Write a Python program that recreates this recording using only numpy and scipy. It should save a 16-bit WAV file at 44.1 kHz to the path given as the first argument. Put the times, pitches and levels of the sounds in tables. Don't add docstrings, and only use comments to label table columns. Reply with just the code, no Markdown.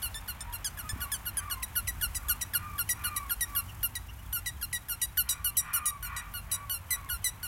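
import sys
import numpy as np
from scipy import signal
from scipy.fft import rfft, irfft, next_fast_len
from scipy.io import wavfile
from scipy.ndimage import uniform_filter1d, map_coordinates

SR = 44100
rng = np.random.default_rng(int(sys.argv[2]) if len(sys.argv) > 2 else 0)


def int16_out(signal):
    q = np.round(np.clip(np.atleast_2d(signal).T, -1, 1) * 32767)
    wavfile.write(sys.argv[1], SR, q.astype(np.int16))


N = 329414
TIME = np.arange(N) / SR

# frequency_hz, relative_db
RUMBLE_COLOUR = [(45, -16), (72, -3), (92, 1.5), (115, -7), (150, -12), (200, -18), (280, -27.5),
                 (400, -36), (700, -52)]
DRONE_COLOUR = [(100, -11), (170, 1), (290, 0), (400, -9.5), (700, -30), (2000, -60)]
AIR_COLOUR = [(200, 1), (400, -7.5), (600, -4), (900, 3.5), (1200, 2.5), (1700, -1.5), (2500, -4),
              (3500, -10), (5000, -22.5), (8000, -29), (16000, -38.5)]
WIND_COLOUR = [(22, -42), (32, -33), (42, -1), (57, 2.5), (70, -5.5), (100, -26), (200, -51.5)]
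GRASS_COLOUR = [(2000, -7), (3500, -11), (5000, -3.5), (7000, -1), (9500, -0.5), (12000, 3.5), (14000, 2),
                (16000, -1)]
# time_s, level_db
DRONE_LEVELS = [(0, -72), (1.2, -67), (1.9, -62.5), (3.4, -62), (4.4, -67.5), (5.5, -77), (7.47, -78)]
AIR_LEVELS = [(0, -51), (1.5, -52), (3.2, -53.5), (4.4, -55), (5.2, -55.5), (7.47, -54.5)]
GRASS_LEVELS = [(0, -55), (.5, -59.5), (1.0, -54.5), (1.4, -57), (2.0, -56), (2.6, -56), (3.0, -55),
                (3.7, -54.5), (4.1, -58), (4.7, -58.5), (5.2, -58.5), (5.8, -64.5), (6.3, -59),
                (6.8, -59.5), (7.47, -60)]
# time_s, pitch_hz, level_db
FAR_WHINE = [(6.25, 800, -73), (6.451, 670, -67), (6.619, 607, -67), (6.85, 527, -69.5), (7.0, 498, -74),
             (7.15, 473, -88)]
# peak_s, half_width_s, level_db
GUSTS = [(0.1, 0.079, -42), (0.52, 0.036, -45), (2.04, 0.12, -37.5), (2.3, 0.055, -42), (2.77, .08, -51),
         (3.38, 0.041, -46), (7.17, 0.066, -47)]
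# start_s, level_db, pitch_hz
BUMPS = [(0.933, -23, 80), (0.84, -40.5, 220), (0.99, -41, 207), (0.96, -35.5, 250)]
# start_s, level_db
TICKS = [(7.047, -40), (7.06, -44)]
# start_s, length_s, top_hz, sag_hz, tone_db, hoarse_db
WHIMPERS = [ (0.39, .2, 944, 37, -57, -65), (0.739, 0.23, 1272, 226, -54, -66),
            (0.92, 0.25, 1152, 110, -53, -60), (1.348, .2, 1192, 160, -48, -57),
            (1.47, 0.17, 1073, 110, -52, -73), (2.159, 0.22, 1190, 45, -55, -60),
            (2.52, 0.3, 1208, 107, -47.5, -58), (2.941, .35, 1203, 134.5, -44, -54.5),
            (3.431, 0.2, 1163, 50, -50, -62), (5.231, 0.332, 1173, 0, -55, -56),
            (5.6, .41, 1234, 132.5, -46, -49.5), (6.03, 0.43, 1195, 110, -58, -50),
            (6.469, 0.27, 1153, 72, -54.5, -57.5), (6.88, 0.25, 1137, 106, -52, -57)]
# centre_hz, width_hz, relative_db
THROAT = [(1154, 216, 11.5), (1425, 160, 10), (1824, 600, 6), (2300, 230, 6.5)]
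# start_s, length_s, start_hz, end_hz, level_db
SOFT_WHISTLES = [(3.678, 0.042, 3010, 2750, -50.5), (3.795, .02, 3020, 3200, -59),
                 (4.08, 0.033, 2820, 2900, -50), (4.176, 0.04, 2970, 2910, -58),
                 (4.252, .025, 3500, 3080, -63), (4.553, 0.034, 3360, 2900, -63),
                 (4.822, 0.036, 3080, 2830, -74)]
# frequency_hz, relative_db
SQUEEZE_TONE = [(1400, -6.5), (2900, -6), (4300, -11), (5700, -13), (7200, -20), (8600, -8.5), (10000, -3),
                (11600, 1), (13000, -1), (14400, -4.5), (15800, -17)]
REFILL_TONE = [(1800, -3), (3800, -4.5), (5800, -6), (7700, -7.5), (9700, 3), (11600, -1.5), (13500, -5.5),
               (15500, -13)]
GRIP_EDGES = [2000, 2750, 4100, 5520, 8800, 9750]
# lock_s, lead_s, length_s, pushed_hz, level_db, fundamental_db, low_db, middle_db
SQUEEZES = [(0.028, 0.0098, 0.058, 1475, -32.0, -4, 5, -0.5),
            (0.2835, 0.0073, 0.042, 1465, -34.5, -1, 5, -1),
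            (0.5356, 0.011, 0.037, 1420.0, -35.5, -0.5, 2.5, 2.5),
            (0.7896, 0.018, 0.03, 1472, -36, 7.5, 2, 4), (1.0156, 0.012, 0.043, 1460, -33.5, 5, -0.0, 1),
            (1.2637, 0.01, 0.04, 1460, -33.0, 2, 3.5, 1.0),
            (1.5111, 0.013, 0.039, 1462, -31.0, 3.0, 2.5, 4.0),
            (1.7618, 0.0087, 0.045, 1457, -27.5, 0.5, -2.0, -3),
            (2.023, 0.012, 0.047, 1460, -26.5, 3.5, 0, 1.5),
            (2.296, 0.013, 0.039, 1460, -24, -1.5, -0.5, 0.5),
            (2.5489, 0.014, 0.033, 1449, -24.5, -2.5, -1.5, -1),
            (2.791, 0.011, 0.039, 1438, -27.5, -3.0, -0.5, 0),
            (3.0445, 0.007, 0.048, 1460, -29.0, 1, 4.0, 0.5),
            (3.3065, 0.012, 0.038, 1432, -27.5, 1.5, 1.0, -2),
            (3.562, 0.013, 0.049, 1440, -26.5, -4, -1, -3.5),
            (3.832, 0.0037, 0.043, 1438, -25.5, -1.5, -2.5, -3),
            (4.3297, 0.0045, 0.069, 1473, -30, 0.0, -1.5, 2),
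            (4.627, 0.015, 0.029, 1422, -30, -1.5, -0.5, 2.0),
            (4.896, 0.012, 0.057, 1450, -31.0, -0.5, 0, 3),
            (5.1762, 0.0054, 0.05, 1483, -23.5, -3, -3.0, -1.5),
            (5.4457, 0.003, 0.059, 1472, -26.5, -6.5, -3.5, -1),
            (5.7377, 0.0063, 0.055, 1469, -26, -3.0, -6.5, 0.5),
            (6.0273, 0.0028, 0.062, 1462, -36.5, 3, 0.0, 3.5),
            (6.339, 0.002, 0.069, 1450, -37.0, 5, 4.5, -2.0),
            (6.697, 0.0025, 0.084, 1476.0, -31.5, -6, 1.0, 1.5),
            (7.0992, 0.011, 0.073, 1459, -32.5, 4, 1, 1.0), (7.4307, 0.0034, 0.052, 1470, -35.0, 1, 1, 1.0)]
# lock_s, lead_s, length_s, early_hz, late_hz, level_db, fundamental_db, low_db, middle_db, rasp_db
REFILLS = [(0.1438, 0.002, 0.051, 1763, 1795, -37.5, 3, 9, 3.5, -16),
           (0.4068, 0.0022, 0.024, 1753.0, 1789.0, -36.5, 8, 4, 11.5, -15),
           (0.6455, 0.002, 0.044, 1667, 1464, -31.0, 0, 2.5, 7, -22),
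           (0.892, 0.002, 0.03, 1730, 1745, -33.5, 3.0, 3.5, 9.0, -14),
           (1.118, 0.002, 0.051, 1712, 1485, -30, -4.0, -1, -0.0, -14),
           (1.371, 0.002, 0.033, 1650, 1538, -27.5, -7.5, -4, -4.5, -16),
           (1.6302, 0.006, 0.024, 1970, 1900, -31.0, -3, -2.5, -2.5, -5),
           (1.8775, 0.006, 0.033, 1977, 1910, -28.5, 3, -1, 0.5, -6),
           (2.152, 0.0059, 0.033, 1990, 1910, -30.5, -0.5, -1.5, 4, 0),
           (2.4153, 0.0052, 0.025, 1966, 1897, -29.5, 2, 2.5, 4.5, -4),
           (2.8931, 0.0038, 0.044, 1949, 1920, -25, 3, -4, 0, 0),
           (3.164, 0.003, 0.025, 1964.0, 1907, -28.5, -1.5, 2.0, -2.5, -3),
           (3.409, 0.0021, 0.042, 1942, 1870, -27.0, 1, 1.5, 0, -10),
           (3.954, 0.002, 0.029, 1970, 1894, -33.5, 3.5, 5.5, 4, -4),
           (4.4616, 0.0033, 0.043, 1968, 1892, -31, 8.5, 7.5, 5.5, -3.5),
           (4.73, 0.0033, 0.051, 1962, 1903, -30.0, 5.5, 2.5, 0.5, 0),
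           (5.0172, 0.0029, 0.043, 1933, 1923, -26.5, -7.5, 1, 1, 0),
           (5.292, 0.0033, 0.05, 1960, 1910, -27, -15, 3, 3.5, 0),
           (5.5706, 0.0028, 0.045, 1960, 1900, -22.5, -13, -6.5, 1, -9),
           (5.8568, 0.0013, 0.051, 1944.0, 1895, -26.0, -3.5, -5.5, 1.5, 0),
           (6.1646, 0.002, 0.046, 1938, 1908, -35, 10.5, 10, 6.5, 0),
           (6.516, 0.0025, 0.052, 1961.0, 1926.0, -28.5, -13, 0.5, 1.5, 0),
           (6.9068, 0.002, 0.056, 2025, 1935, -26.5, 2.5, -0.5, 1, -12),
           (7.2427, 0.0014, 0.058, 2015, 1920, -27, -2, 0.5, 3, -6)]


def from_db(db):
    return 10 ** (np.asarray(db) / 20)


def rms_one(x):
    return x / np.sqrt(np.mean(x ** 2) + 1e-20)


def at_hz(points, hz):
    f, db = np.transpose(points)
    return np.interp(np.log(hz + 1e-3), np.log(f), db)


def swell(x, centre, width):
    return np.exp(-((x - centre) / width) ** 2)


def drift(rate, size):
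    steps = np.arange(size) * rate / SR + rng.random()
    return map_coordinates(rng.standard_normal(int(steps[-1]) + 3), [steps], order=2, mode="nearest")


def noise(colour):
    size = next_fast_len(N, real=True)
    hz = np.arange(size // 2 + 1) * SR / size
    spectrum = rfft(rng.standard_normal(size)) * from_db(at_hz(colour, hz))
    return rms_one(irfft(spectrum, size)[:N])


def resonate(x, hz, width_hz):
    r = np.exp(-np.pi * width_hz / SR)
    poles = [1, -2 * r * np.cos(2 * np.pi * hz / SR), r * r]
    return signal.lfilter(np.array([1, 0, -1]) * (1 - r * r) / 2, poles, x)


def add(track, start_s, sound):
    i = max(int(start_s * SR), 0)
    track[i:i + len(sound)] += sound[:max(N - i, 0)]


def yard(x, t60_s, dull_hz, delay_s):
    t = np.arange(int(.7 * SR)) / SR
    echoes = rng.standard_normal(len(t)) * from_db(-60 * t / t60_s) * (t > delay_s)
    echoes /= np.sqrt(np.sum(echoes ** 2))
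    echoes = signal.sosfilt(signal.butter(1, dull_hz, fs=SR, output="sos"), echoes)
    return signal.fftconvolve(x, echoes)[:N]


def rumble():
    return from_db(-48.5 + 1.6 * drift(5.1, N)) * noise(RUMBLE_COLOUR)


def far_drone():
    return from_db(np.interp(TIME, *np.transpose(DRONE_LEVELS))) * noise(DRONE_COLOUR)


def distant_air():
    return from_db(np.interp(TIME, *np.transpose(AIR_LEVELS)) + .5 * drift(6, N)) * noise(AIR_COLOUR)


def whine(times_s, hz, db, jitter, octave_db):
    t = np.arange(times_s[0], times_s[-1], 1 / SR)
    fade = np.clip(np.minimum(t - times_s[0], times_s[-1] - t) / 0.012, 0, 1)
    waver = drift(248.8, len(t)) + 0.4 * drift(38.3, len(t))
    pitch = np.interp(t, times_s, hz) * (1 + jitter * waver)
    phase = 2 * np.pi * np.cumsum(pitch) / SR
    voice = rms_one(np.sin(phase) + from_db(octave_db) * np.sin(2 * phase))
    shimmer_db = 2 * drift(113.8, len(t))
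    return voice * fade * from_db(np.interp(t, times_s, db) + shimmer_db)


def far_whine():
    track = np.zeros(N)
    times_s, hz, db = np.transpose(FAR_WHINE)
    add(track, times_s[0], whine(times_s, hz, db, jitter=.014, octave_db=-8))
    return track


def grass():
    grain_db = 1.9 * drift(140, N)
    return from_db(np.interp(TIME, *np.transpose(GRASS_LEVELS)) + grain_db) * noise(GRASS_COLOUR)


def wind():
    breeze = from_db(-49 + 1.06 * drift(12, N))
    gusts = sum(from_db(db) * swell(TIME, peak_s, width_s) for peak_s, width_s, db in GUSTS)
    return (breeze + gusts) * noise(WIND_COLOUR)


def bumps(t60_s=0.056):
    track, t = np.zeros(N), np.arange(int(.1 * SR)) / SR
    for start_s, db, hz in BUMPS:
        add(track, start_s, from_db(db - 60 * t / t60_s) * np.sin(2 * np.pi * hz * t))
    return track


def ticks(decay_s=.0008):
    track, t = np.zeros(N), np.arange(int(.01 * SR)) / SR
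    for start_s, db in TICKS:
        add(track, start_s, from_db(db) * np.exp(-t / decay_s) * rng.standard_normal(len(t)))
    return track


def puppies(rise_hz=50.1, top_at=0.398):
    clear, hoarseness = np.zeros((2, N))
    for start_s, length_s, top_hz, sag_hz, tone_db, hoarse_db in WHIMPERS:
        progress = np.linspace(0, 1, int(length_s * SR))
        rising = np.maximum(1 - progress / top_at, 0)
        sagging = np.maximum(progress - top_at, 0) / (1 - top_at)
        hz = top_hz - rise_hz * rising ** 2 - sag_hz * sagging ** 1.42
        db = tone_db + 20 * np.log10(swell(progress, centre=.56, width=.29))
        add(clear, start_s, whine(start_s + progress * length_s, hz, db, jitter=.017, octave_db=-11.5))
        add(hoarseness, start_s, from_db(hoarse_db) * swell(progress, centre=.26, width=.26))
    turbulence = rng.standard_normal(N)
    throat = sum(from_db(db) * resonate(resonate(turbulence, hz, width), hz, width)
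                 for hz, width, db in THROAT)
    breath = uniform_filter1d(hoarseness, size=900) * rms_one(throat)
    direct = from_db(2) * clear + from_db(4) * breath
    return direct + from_db(1) * yard(direct, t60_s=0.22, dull_hz=4500, delay_s=0.0066)


def whistle(length_s, start_hz, end_hz, db):
    progress = np.linspace(0, 1, int(length_s * SR))
    pitch = (start_hz + (end_hz - start_hz) * progress) * (1 + 0.035 * drift(284, len(progress)))
    phase = 2 * np.pi * np.cumsum(pitch) / SR
    tone = np.sin(phase) + from_db(-11.5) * np.sin(2 * phase)
    return from_db(db) * np.sqrt(2) * np.sin(np.pi * progress) * tone


def reed_buzz(pitch, drive_db, tone, grip_db, rasp_db, half_db, skirt_db):
    size = len(pitch)
    phase = 2 * np.pi * np.cumsum(pitch) / SR
    rasp = from_db(min(rasp_db, 0) + .5 * drive_db + 2 * drift(56, size))
    smear = rng.uniform(0.11, 0.29)
    fundamental_db, low_db, middle_db = grip_db
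    wave, power = np.zeros((2, size))
    for harmonic in np.arange(2, 25) / 2:
        hz = harmonic * pitch
        shade_db = np.interp(hz, GRIP_EDGES, [fundamental_db, low_db, low_db, middle_db, middle_db, 0])
        dull_db = drive_db * np.interp(hz, [8750, 15000], [0, 0.86])
        gain = from_db(at_hz(tone, hz) + shade_db + dull_db + 3.06 * drift(65, size))
        gain *= np.clip((17000 - hz) / 1000, 0, 1)
        if harmonic % 1:
            gain *= rasp * from_db(half_db) * np.minimum(hz / 7000, 1)
        skirt = from_db(skirt_db) * np.sqrt(rasp) * np.minimum(hz / 9000, 1) ** 2
        angle = harmonic * phase + smear * harmonic ** 2
        wave += gain * (np.cos(angle) + skirt * drift(1286, size) * np.sin(angle))
        power += gain ** 2 * (1 + skirt ** 2) / 2
    return wave / np.sqrt(power + 1e-12)


def reed_stroke(lead_s, length_s, early_hz, late_hz, db,
                lead_ratio, lead_db, swoop, glide_width, scoop, scoop_s, **timbre):
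    catch_s, lock_s, snap_s, hook_s, close_s = .001414, .00098, .0028, .0035, .0012
    hold_share, glide_at, fade_db = .34, .51, 15
    t = np.arange(int((lead_s + length_s + .01) * SR)) / SR - lead_s
    progress = np.clip(t / length_s, 0, 1)
    catching = np.exp(-(t + lead_s) / catch_s)
    locked = .5 + .5 * np.tanh(t / lock_s)
    spent = np.maximum(progress - hold_share, 0) / (1 - hold_share)
    snap_db = 2.5 * swell(lead_s, 0, snap_s) * swell(t, 0, snap_s)
    drive_db = lead_db * (1 - locked) + snap_db - fade_db * spent ** 2
    eased = .5 + .5 * np.tanh((progress - glide_at) / glide_width)
    hook = .025 * np.exp(np.minimum(t - length_s, 0) / hook_s)
    bend = hook - scoop * np.exp(-np.maximum(t, 0) / scoop_s)
    note = (early_hz + (late_hz - early_hz) * eased) * (1 + bend)
    waver = .002 * drift(250, len(t))
    pitch = note * (lead_ratio + (1 - lead_ratio) * locked) * (1 + swoop * catching + waver)
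    buzz = reed_buzz(pitch, drive_db, **timbre)
    flow_db = .9 * drift(160, len(t))
    closing = np.exp(-np.maximum(t - length_s, 0) / close_s)
    return buzz * from_db(db + drive_db + flow_db) * (1 - catching) * closing


def ball():
    squeaks, whistles = np.zeros((2, N))
    for lock_s, lead_s, length_s, pushed_hz, db, *grip_db in SQUEEZES:
        add(squeaks, lock_s - lead_s, reed_stroke(
            lead_s, length_s, pushed_hz, late_hz=1375.3, db=db,
            lead_ratio=1.17, lead_db=-7, swoop=0.45, glide_width=0.13, scoop=0.0262, scoop_s=0.0035,
            tone=SQUEEZE_TONE, grip_db=grip_db, rasp_db=-23, half_db=-14, skirt_db=-6))
    for lock_s, lead_s, length_s, early_hz, late_hz, db, *grip_db, rasp_db in REFILLS:
        add(squeaks, lock_s - lead_s, reed_stroke(
            lead_s, length_s, early_hz, late_hz, db,
            lead_ratio=1.3, lead_db=-5.5, swoop=0.242, glide_width=0.15, scoop=0.0037, scoop_s=.004,
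            tone=REFILL_TONE, grip_db=grip_db, rasp_db=rasp_db, half_db=-4, skirt_db=-7))
        add(whistles, lock_s - .022, whistle(0.041, start_hz=3020, end_hz=3087, db=db - 28.5))
    for start_s, length_s, start_hz, end_hz, db in SOFT_WHISTLES:
        add(whistles, start_s, whistle(length_s, start_hz, end_hz, db))
    direct = from_db(-0.5) * squeaks + whistles
    return direct + from_db(-17.5) * yard(direct, t60_s=0.27, dull_hz=9000, delay_s=0.0039)


def scene():
    events = ball() + puppies() + bumps() + ticks()
    background = wind() + rumble() + grass() + distant_air() + far_drone() + far_whine()
    mono = events + background
    return np.array([mono, mono])


def record(dry):
    return signal.sosfilt(signal.ellip(10, .1, 80, 15900, fs=SR, output="sos"), dry)


dry = scene()
out = record(dry)
int16_out(out)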